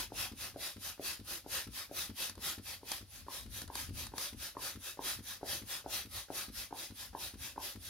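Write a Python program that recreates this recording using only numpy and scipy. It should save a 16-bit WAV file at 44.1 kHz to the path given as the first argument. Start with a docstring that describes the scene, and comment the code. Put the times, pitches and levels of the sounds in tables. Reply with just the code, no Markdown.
"""A low uneven rumble and a faint hiss (shaped noise) run throughout; a hand pump fills a latex balloon.
Air hisses on every pull and push: noise follows the piston's speed and brightens as the balloon fills.
As a push begins the seal rustles and a valve pops (damped tones); strokes open with a rising whistle.
Soft low bumps (damped modes, noise clack) mark the piston at its stop, two come with clicks; between
about 2 and 4 s, a few plastic clicks. A small room answers the pops, bumps and clicks."""
import sys
import numpy as np
from scipy import signal
from scipy.fft import rfft, irfft, next_fast_len
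from scipy.io import wavfile
from scipy.ndimage import uniform_filter1d, map_coordinates

SR = 44100
rng = np.random.default_rng(int(sys.argv[2]) if len(sys.argv) > 2 else 0)


def put_to_file(sound):
    """Save the sound as 16-bit audio at rate SR, in the file named by the first command-line argument."""
    columns = np.atleast_2d(sound).T  # one column per channel
    safe = np.clip(columns, -1, 1)
    whole_steps = np.round(safe * 32767)
    wavfile.write(sys.argv[1], SR, whole_steps.astype(np.int16))


N = 347944


def amp(db):
    """Decibels to gain."""
    return 10 ** (np.asarray(db) / 20)


def unit(x):
    """Scale to rms 1."""
    return x / np.sqrt(np.mean(x ** 2) + 1e-20)


def along(points, hz):
    """(Hz, value) points read on a log axis."""
    point_hz, values = np.transpose(points)
    return np.interp(np.log(hz + 1), np.log(point_hz + 1), values)


def filtered(x, response):
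    """x times a response of frequency."""
    size = next_fast_len(N + SR // 2)
    spectrum = rfft(x, size) * response(np.fft.rfftfreq(size, 1 / SR))
    return irfft(spectrum, size)[..., :N]


def wobble(knots_per_s):
    """A smooth random curve through normally distributed knots."""
    knots = rng.standard_normal(int(N * knots_per_s / SR) + 4)
    return map_coordinates(knots, [np.arange(N) * knots_per_s / SR])


def add(track, start_s, sound):
    """Mix a sound into a track at a time."""
    part = track[max(0, round(start_s * SR)):][:len(sound)]
    part += sound[:len(part)]


# Left-right correlation of noise. Each row: frequency in Hz, correlation from 0 to 1.
LIKENESS = [(100, .88), (300, .95), (1000, .72), (2500, .62), (3700, .5), (4600, .25), (9300, .05),
            (13000, .05)]


def noise(spectrum):
    """Stereo noise of rms 1, near mono in the bass and unrelated in the treble."""
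    def mid_side_gains(hz):
        angle = np.arccos(np.clip(along(LIKENESS, hz), -1, 1)) / 2
        return amp(along(spectrum, hz)) * [np.cos(angle), np.sin(angle)]
    mid, side = filtered(rng.standard_normal((2, N)), mid_side_gains)
    return unit(np.array([mid + side, mid - side]))


def ring(modes, t, attack_s):
    """Damped modes, struck at slightly new strengths and pitches."""
    tones = 0
    for hz, db, t60_s in modes:
        decay = amp(db + rng.normal(0, 1) - 60 * t / t60_s)
        tones = tones + decay * np.sin(2 * np.pi * hz * rng.normal(1, 0.036) * t)
    return tones * (1 - np.exp(-t / attack_s))


# Low rumble. Each row: time in seconds, level in dB before jolts and wobble.
RUMBLE_LEVEL = [(0, -55.5), (0.6, -64), (1.3, -62), (2.2, -67.5), (3.1, -63), (3.7, -58.5), (4.3, -59.5),
                (4.7, -65.5), (5.5, -63), (6.6, -65), (7.0, -60.5), (7.89, -65)]
# Rumble spectrum. 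Each row: frequency in Hz, relative density in dB per Hz.
RUMBLE_SPECTRUM = [(22, -36), (33, -17), (48, 1.5), (100, -1.5), (150, -16.5), (260, -14), (500, -46),
                   (1500, -70)]
# Room floor spectrum. Each row: frequency in Hz, relative density in dB per Hz.
FLOOR_SPECTRUM = [(20, -22), (60, -17), (260, -14), (500, -6), (1500, -10), (5000, -1), (8000, -13),
                  (11000, -3.5), (16000, -17)]
# Soft low bumps: the piston at its stop, and two knocks that come with clicks (2.295 and 3.62 s).
# Also played by bumps(). Each row: time in seconds, level in dB before trims.
BUMP_TIMES = [(0.315, -40), (0.761, -42), (1.193, -41.5), (1.667, -38.5), (2.093, -38), (2.295, -50),
              (2.372, -44), (2.577, -38), (3.008, -43), (3.456, -43.5), (3.62, -42.5), (3.888, -39.5),
              (4.326, -40), (4.753, -40), (5.187, -41), (5.616, -40.5), (6.051, -44), (6.481, -40.5),
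              (6.902, -42.5), (7.336, -41.5), (7.753, -41)]
JOLT_DB, JOLT_S = 5.5, 0.03  # swell at each bump, time to its peak


def background(uneven_db=5.0, floor_db=-65.0):
    """An uneven low handling rumble that swells after every bump, and a faint even hiss."""
    jolts, t = np.zeros(N), np.arange(SR // 2) / SR
    for s, _ in BUMP_TIMES:
        add(jolts, s, t / JOLT_S * np.exp(1 - t / JOLT_S))
    level_db = np.interp(np.arange(N) / SR, *np.transpose(RUMBLE_LEVEL))
    level_db = level_db + JOLT_DB * jolts + uneven_db * wobble(12)
    rumble = amp(level_db) * noise(RUMBLE_SPECTRUM)
    return rumble + amp(floor_db) * noise(FLOOR_SPECTRUM)


def patchy(x, depth_db):
    """Turbulence shifts the colour of the hiss from one moment to the next."""
    z = signal.stft(x, nperseg=512)[2]
    field = uniform_filter1d(rng.standard_normal(z.shape[1:]), size=4, axis=0)  # across frequency
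    field = uniform_filter1d(field, size=22, axis=1)  # across time
    return signal.istft(z * amp(depth_db * unit(field)), nperseg=512)[1][:, :N]


def nearby(x, echo_db, life_s):
    """Close surfaces return a dense spray of echoes that ripples the spectrum."""
    t = np.arange(SR // 16) / SR
    spray = rng.standard_normal((2, len(t))) * t / life_s * np.exp(-t / life_s)
    spray = spray + spray.mean(0)  # both ports share part of it
    spray *= amp(echo_db) / np.linalg.norm(spray, axis=1, keepdims=True)
    return unit(x + signal.fftconvolve(x, spray, axes=1)[:, :N])


# Rod pulled out; also played by sizzle(). Each row: fastest flow in seconds, level in dB before tone.
PULL_STROKES = [(-0.018, -35.5), (0.438, -42.5), (0.87, -42.5), (1.326, -41), (1.789, -42.5), (2.23, -38.5),
                (2.704, -43.5), (3.164, -51.5), (3.575, -45), (4.008, -43), (4.446, -43), (4.875, -44),
                (5.305, -44), (5.735, -40.5), (6.174, -43), (6.598, -42.5), (7.018, -46), (7.456, -44),
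                (7.872, -47.5)]
# Rod pushed in; also played by sizzle(). Each row: fastest flow in seconds, level in dB before tone.
PUSH_STROKES = [(0.21, -38), (0.65, -40.5), (1.083, -38.5), (1.557, -36.5), (1.999, -38), (2.475, -37.5),
                (2.922, -42), (3.357, -43.5), (3.795, -41.5), (4.226, -39), (4.658, -40), (5.086, -37),
                (5.522, -37.5), (5.955, -38), (6.388, -39.5), (6.813, -43), (7.238, -43), (7.662, -42.5)]
# Stroke shapes. Columns: rise in seconds, fall in seconds, base brightness in dB.
PULL_FLOW = (.034, .044, 1.8)
PUSH_FLOW = (0.033, 0.05, 1)
# Air through the valves. Each row: frequency in Hz, relative density in dB per Hz.
JET_SPECTRUM = [(40, -5), (150, -8), (290, -6.5), (450, -8), (1000, -5.5), (1700, -3), (2300, -5.5),
                (2700, -2.5), (4500, -0.5), (6500, -3), (8100, -9.5), (9300, -2.5), (12500, -2.5),
                (15800, -11.5)]
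# Resonances of the air passages. Each row: frequency in Hz, width in Hz, gain in dB.
PASSAGES = [(1800, 100, 4.5), (2000, 42, 3), (2552, 130, 6), (3250, 240, 2.5), (3780, 170, 3.5),
            (4720, 100, 3), (5270, 120, 4.5), (5960, 120, 4)]
USUAL_DB = -40  # a usual stroke
DULLING_DB_PER_DB, BRIGHTEN_DB_PER_S = 0.17, 0.16  # with extra effort; as the balloon fills
TREBLE_LEAD_S = 0.0048  # treble peaks before body


def air(hiss_db=1.0, flutter_db=0.51, pull_body_db=1.0):
    """The flow swells and fades with the piston's speed; harder strokes have more body."""
    t = np.arange(N) / SR
    low_power, high_power = np.zeros((2, N))
    kinds = (PUSH_STROKES, PUSH_FLOW, 0), (PULL_STROKES, PULL_FLOW, pull_body_db)
    for strokes, (rise_s, fall_s, tone_db), body_db in kinds:
        def flow(d):
            return np.exp(-(d / np.where(d < 0, rise_s, fall_s)) ** 2 / 2)
        for s, db in strokes:
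            near = slice(max(0, int((s - 1 / 4) * SR)), int((s + 1 / 4) * SR))
            d = t[near] - s
            effort_db = db - USUAL_DB
            bright_db = tone_db - DULLING_DB_PER_DB * effort_db + BRIGHTEN_DB_PER_S * (s - t[-1] / 2)
            low_power[near] += (flow(d) * amp(db + body_db - bright_db / 2)) ** 2
            high_power[near] += (flow(d + TREBLE_LEAD_S) * amp(db + bright_db / 2)) ** 2

    def passages(f):
        return amp(sum(db / (1 + (2 * (f - hz) / width_hz) ** 2) for hz, width_hz, db in PASSAGES))
    jet = patchy(filtered(noise(JET_SPECTRUM), passages), depth_db=2.0)
    jet = nearby(jet, echo_db=-6.5, life_s=0.007)
    body = filtered(jet, lambda hz: 1 / (1 + (hz / 6500) ** 4))
    hiss = body * np.sqrt(low_power) + (jet - body) * np.sqrt(high_power)
    return amp(hiss_db + flutter_db * wobble(170)) * hiss


# Pops as a push begins. Each row: start in seconds, flap pitch in Hz, flap level in dB, barrel level in dB.
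VALVE_POPS = [(0.118, 770, -40.5, -38), (0.558, 657, -38, -38.5), (0.993, 683, -42.5, -37),
              (1.46, 780, -43.5, -41.5), (1.91, 692, -43.5, -38.5), (2.376, 990, -51, -46.5),
              (2.829, 930, -47.5, -45.5), (3.281, 1000, -35, -41.5), (3.698, 925, -36.5, -44),
              (3.753, 910, -37.5, -52), (4.135, 875, -37, -42), (4.179, 1006, -41, -61),
              (4.566, 1017, -33.5, -39), (4.989, 917, -32, -37), (5.428, 755, -36.5, -36),
              (5.859, 765, -34.5, -37.5), (6.3, 754, -37.5, -35.5), (6.724, 830, -31.5, -39),
              (7.147, 905, -31, -39), (7.576, 915, -30, -40.5)]
# Barrel modes. Each row: nominal frequency in Hz, relative level in dB, T60 in seconds.
BARREL_MODES = [(355, 4, 0.022), (489, -2, 0.023), (680, -20, 0.0066), (1770, -35, 0.0095)]
# Rustle as the piston turns. Each row: frequency in Hz, relative level in dB.
RUSTLE_SPECTRUM = [(100, -7), (300, 1), (600, -1.5), (1000, -5), (1800, -9.5), (3000, -31), (6000, -22),
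                   (16000, -49)]
# Tick of the flap's edge. Each row: frequency in Hz, relative level in dB.
TICK_SPECTRUM = [(400, -6), (1700, -1), (3000, -15), (6000, -17), (16000, -35)]


def valve(swell_s=0.0042, width_s=0.0013, upper_ratio=1.79, upper_db=-22, lead_s=0.0169,
          rustle_db=-14.0, rustle_t60_s=0.039, tick_db=-22, tick_t60_s=0.012):
    """The seal rustles as the piston turns; the flap pops: a few cycles, a tick, a knock in the barrel."""
    out, rustle, tick = np.zeros((3, N))
    t = np.arange(SR // 10) / SR
    for s, hz, flap_db, barrel_db in VALVE_POPS:
        phase = 2 * np.pi * hz * t
        tones = np.sin(phase) + amp(upper_db) * np.sin(upper_ratio * phase)
        flap = np.exp(-((t - swell_s) / width_s) ** 2 / 2) * tones
        force = np.hypot(amp(flap_db), amp(barrel_db))
        knock_s = s + 0.00301
        onset = 1 - np.exp(-t / 0.0022)
        add(rustle, s - lead_s, force * amp(rustle_db - 60 * t / rustle_t60_s) * onset)
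        add(out, s, amp(flap_db) * flap)
        add(out, knock_s, -amp(barrel_db) * ring(BARREL_MODES, t, attack_s=0.00047))
        add(tick, knock_s, force * amp(tick_db - 60 * t / tick_t60_s))
    return out + rustle * noise(RUSTLE_SPECTRUM) + tick * noise(TICK_SPECTRUM)


SIZZLE_DB, SIZZLE_LEAD_S, SIZZLE_S = -20, 0.062, 0.013  # re usual stroke; before fastest flow; spread
SIZZLE_HZ, SIZZLE_RISE_HZ_PER_S, SIZZLE_WIDTH_HZ = 10240, 50000, 600  # pitch climbs with the flow


def sizzle(push_db=-3):
    """Air at the barely open valve: each stroke opens with a thin, breathy, upward whistle."""
    sweep, d = np.zeros(N), np.arange(-SR // 20, SR // 20) / SR
    cycles = (SIZZLE_HZ + SIZZLE_RISE_HZ_PER_S * d / 2) * d
    glide = np.exp(-(d / SIZZLE_S) ** 2 / 2) * np.sin(2 * np.pi * cycles)
    for strokes, db in (PUSH_STROKES, push_db), (PULL_STROKES, 0):
        for s, _ in strokes:
            if s > SIZZLE_LEAD_S:
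                add(sweep, s - SIZZLE_LEAD_S + d[0], amp(USUAL_DB + SIZZLE_DB + db) * glide)
    # slow noise multiplies the whistle, blurring its pitch
    blur = filtered(rng.standard_normal((2, N)), lambda hz: np.exp(-(hz / SIZZLE_WIDTH_HZ) ** 2 / 2))
    return np.sqrt(2) * sweep * unit(blur)


# Piston and hand modes. Each row: nominal frequency in Hz, relative level in dB, T60 in seconds.
THUD_MODES = [(93.9, -2.5, 0.11), (153, -9, 0.049), (205.5, 1.5, 0.025), (259.4, 8, 0.017),
              (320, -15, 0.013)]
# Clack of the loose rod. Each row: frequency in Hz, relative level in dB.
CLACK_SPECTRUM = [(100, -12), (900, 1), (1800, 2.5), (2600, -2), (4400, 0), (7500, -15), (10500, -3),
                  (16000, -13)]
SETTLE_S, SETTLE_DB = 0.018, -2  # last thud: extra delay, level re bump


def bumps(thud_db=0, clack_db=-10, slack_s=0.00588, rebound_db=-3):
    """Each soft low bump is a thud of damped modes, a noise clack with a rebound, and a settling thud."""
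    out, clack, t = np.zeros(N), np.zeros(N), np.arange(SR // 5) / SR
    for s, db in BUMP_TIMES:
        add(out, s + 0.0018, amp(db + thud_db) * ring(THUD_MODES, t, attack_s=0.0032))
        add(out, s + 0.0019 + slack_s, -amp(db + rebound_db) * ring(THUD_MODES, t, attack_s=0.0068))
        add(clack, s + slack_s, amp(db + clack_db - 60 * t / 0.045))
        add(out, s + 0.0021 + SETTLE_S, amp(db + SETTLE_DB) * ring(THUD_MODES, t, attack_s=0.0022))
    return out + clack * noise(CLACK_SPECTRUM)


# Plastic clicks. Each row: start in seconds, level in dB before trims.
CLICK_TIMES = [(2.2956, -31.5), (2.9163, -23.5), (2.353, -44.5), (2.981, -39), (3.617, -32), (3.677, -41.5),
               (3.753, -29), (4.0667, -35.5), (4.18, -27)]
# Click spectrum. Each row: frequency in Hz, relative level in dB.
PLASTIC_SPECTRUM = [(500, -6.5), (1000, 0), (2500, -11), (4500, 0), (7500, -7), (11000, -7.5), (16000, -20)]
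# Modes of the pump's plastic. Each row: nominal frequency in Hz, relative level in dB, T60 in seconds.
SHELL_MODES = [(1220, -17, 0.017), (1700, 0, 0.022), (4370, 3, .016), (5730, -1, .014), (9800, 8, 0.017)]


def clicks(click_db=-8, shell_db=-11, life_s=0.0016):
    """Plastic parts snap against each other and briefly ring the pump's shell."""
    blows, shell, t = np.zeros(N), np.zeros(N), np.arange(SR // 20) / SR
    for s, db in CLICK_TIMES:
        add(blows, s, amp(db + click_db) * t / life_s * np.exp(1 - t / life_s))
        add(shell, s, amp(db + shell_db) * ring(SHELL_MODES, t, attack_s=0.0012))
    return blows * noise(PLASTIC_SPECTRUM) + shell


# Room decay. Each row: frequency in Hz, T60 in seconds.
ROOM_DECAY = [(100, 0.12), (500, 0.28), (1000, 0.25), (3000, 0.16), (12000, 0.039)]


def room(x, gap_s=0.00588):
    """The walls answer after a gap with decaying noise; the treble dies first."""
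    hz, t, z = signal.stft(rng.standard_normal((2, SR // 3)), SR, nperseg=256)
    decay = amp(-60 * t / along(ROOM_DECAY, hz)[:, None])
    tail = signal.istft(z * decay, SR, nperseg=256)[1]
    tail = tail + 2 * tail.mean(0)  # both sides share part of it
    tail = np.pad(tail / np.linalg.norm(tail[0]), ((0, 0), (int(gap_s * SR), 0)))
    return signal.fftconvolve(x * np.ones((2, 1)), tail, axes=1)[:, :N]


def scene():
    """Pump close by, over a low handling rumble; the room answers pops and knocks."""
    floor, hiss, pops = background(), air(), valve()
    whistle, knocks = sizzle(), bumps() + clicks()
    echoes = amp(-7.0) * room(pops) + amp(-12.5) * room(knocks)
    return floor + hiss + pops + whistle + knocks + echoes


# Stereo balance. Each row: frequency in Hz, left minus right in dB.
BALANCE = [(300, 2.5), (1000, 0.5), (4400, 0), (5400, 5), (7700, 12.5), (8900, 0.5), (9800, -5),
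           (13000, -0.5), (15800, 0)]
LOW_CUT_HZ, TOP_HZ = 35.4, 15850


def record(dry, lag_s=0.00003):
    """Two microphone ports colour the treble differently, left leads; deepest bass and top are cut."""
    def ports(hz):
        half_db = along(BALANCE, hz) / 2
        gains = amp([half_db, -half_db])
        gains = gains / np.sqrt(np.mean(gains ** 2, axis=0))
        delays = np.exp(1j * np.pi * hz * lag_s * np.array([[1], [-1]]))
        low_cut = 1 - 1 / (1 + (hz / LOW_CUT_HZ) ** 6)
        return gains * delays * low_cut * (hz < TOP_HZ)
    return filtered(dry, ports)


dry = scene()
out = record(dry)
put_to_file(out)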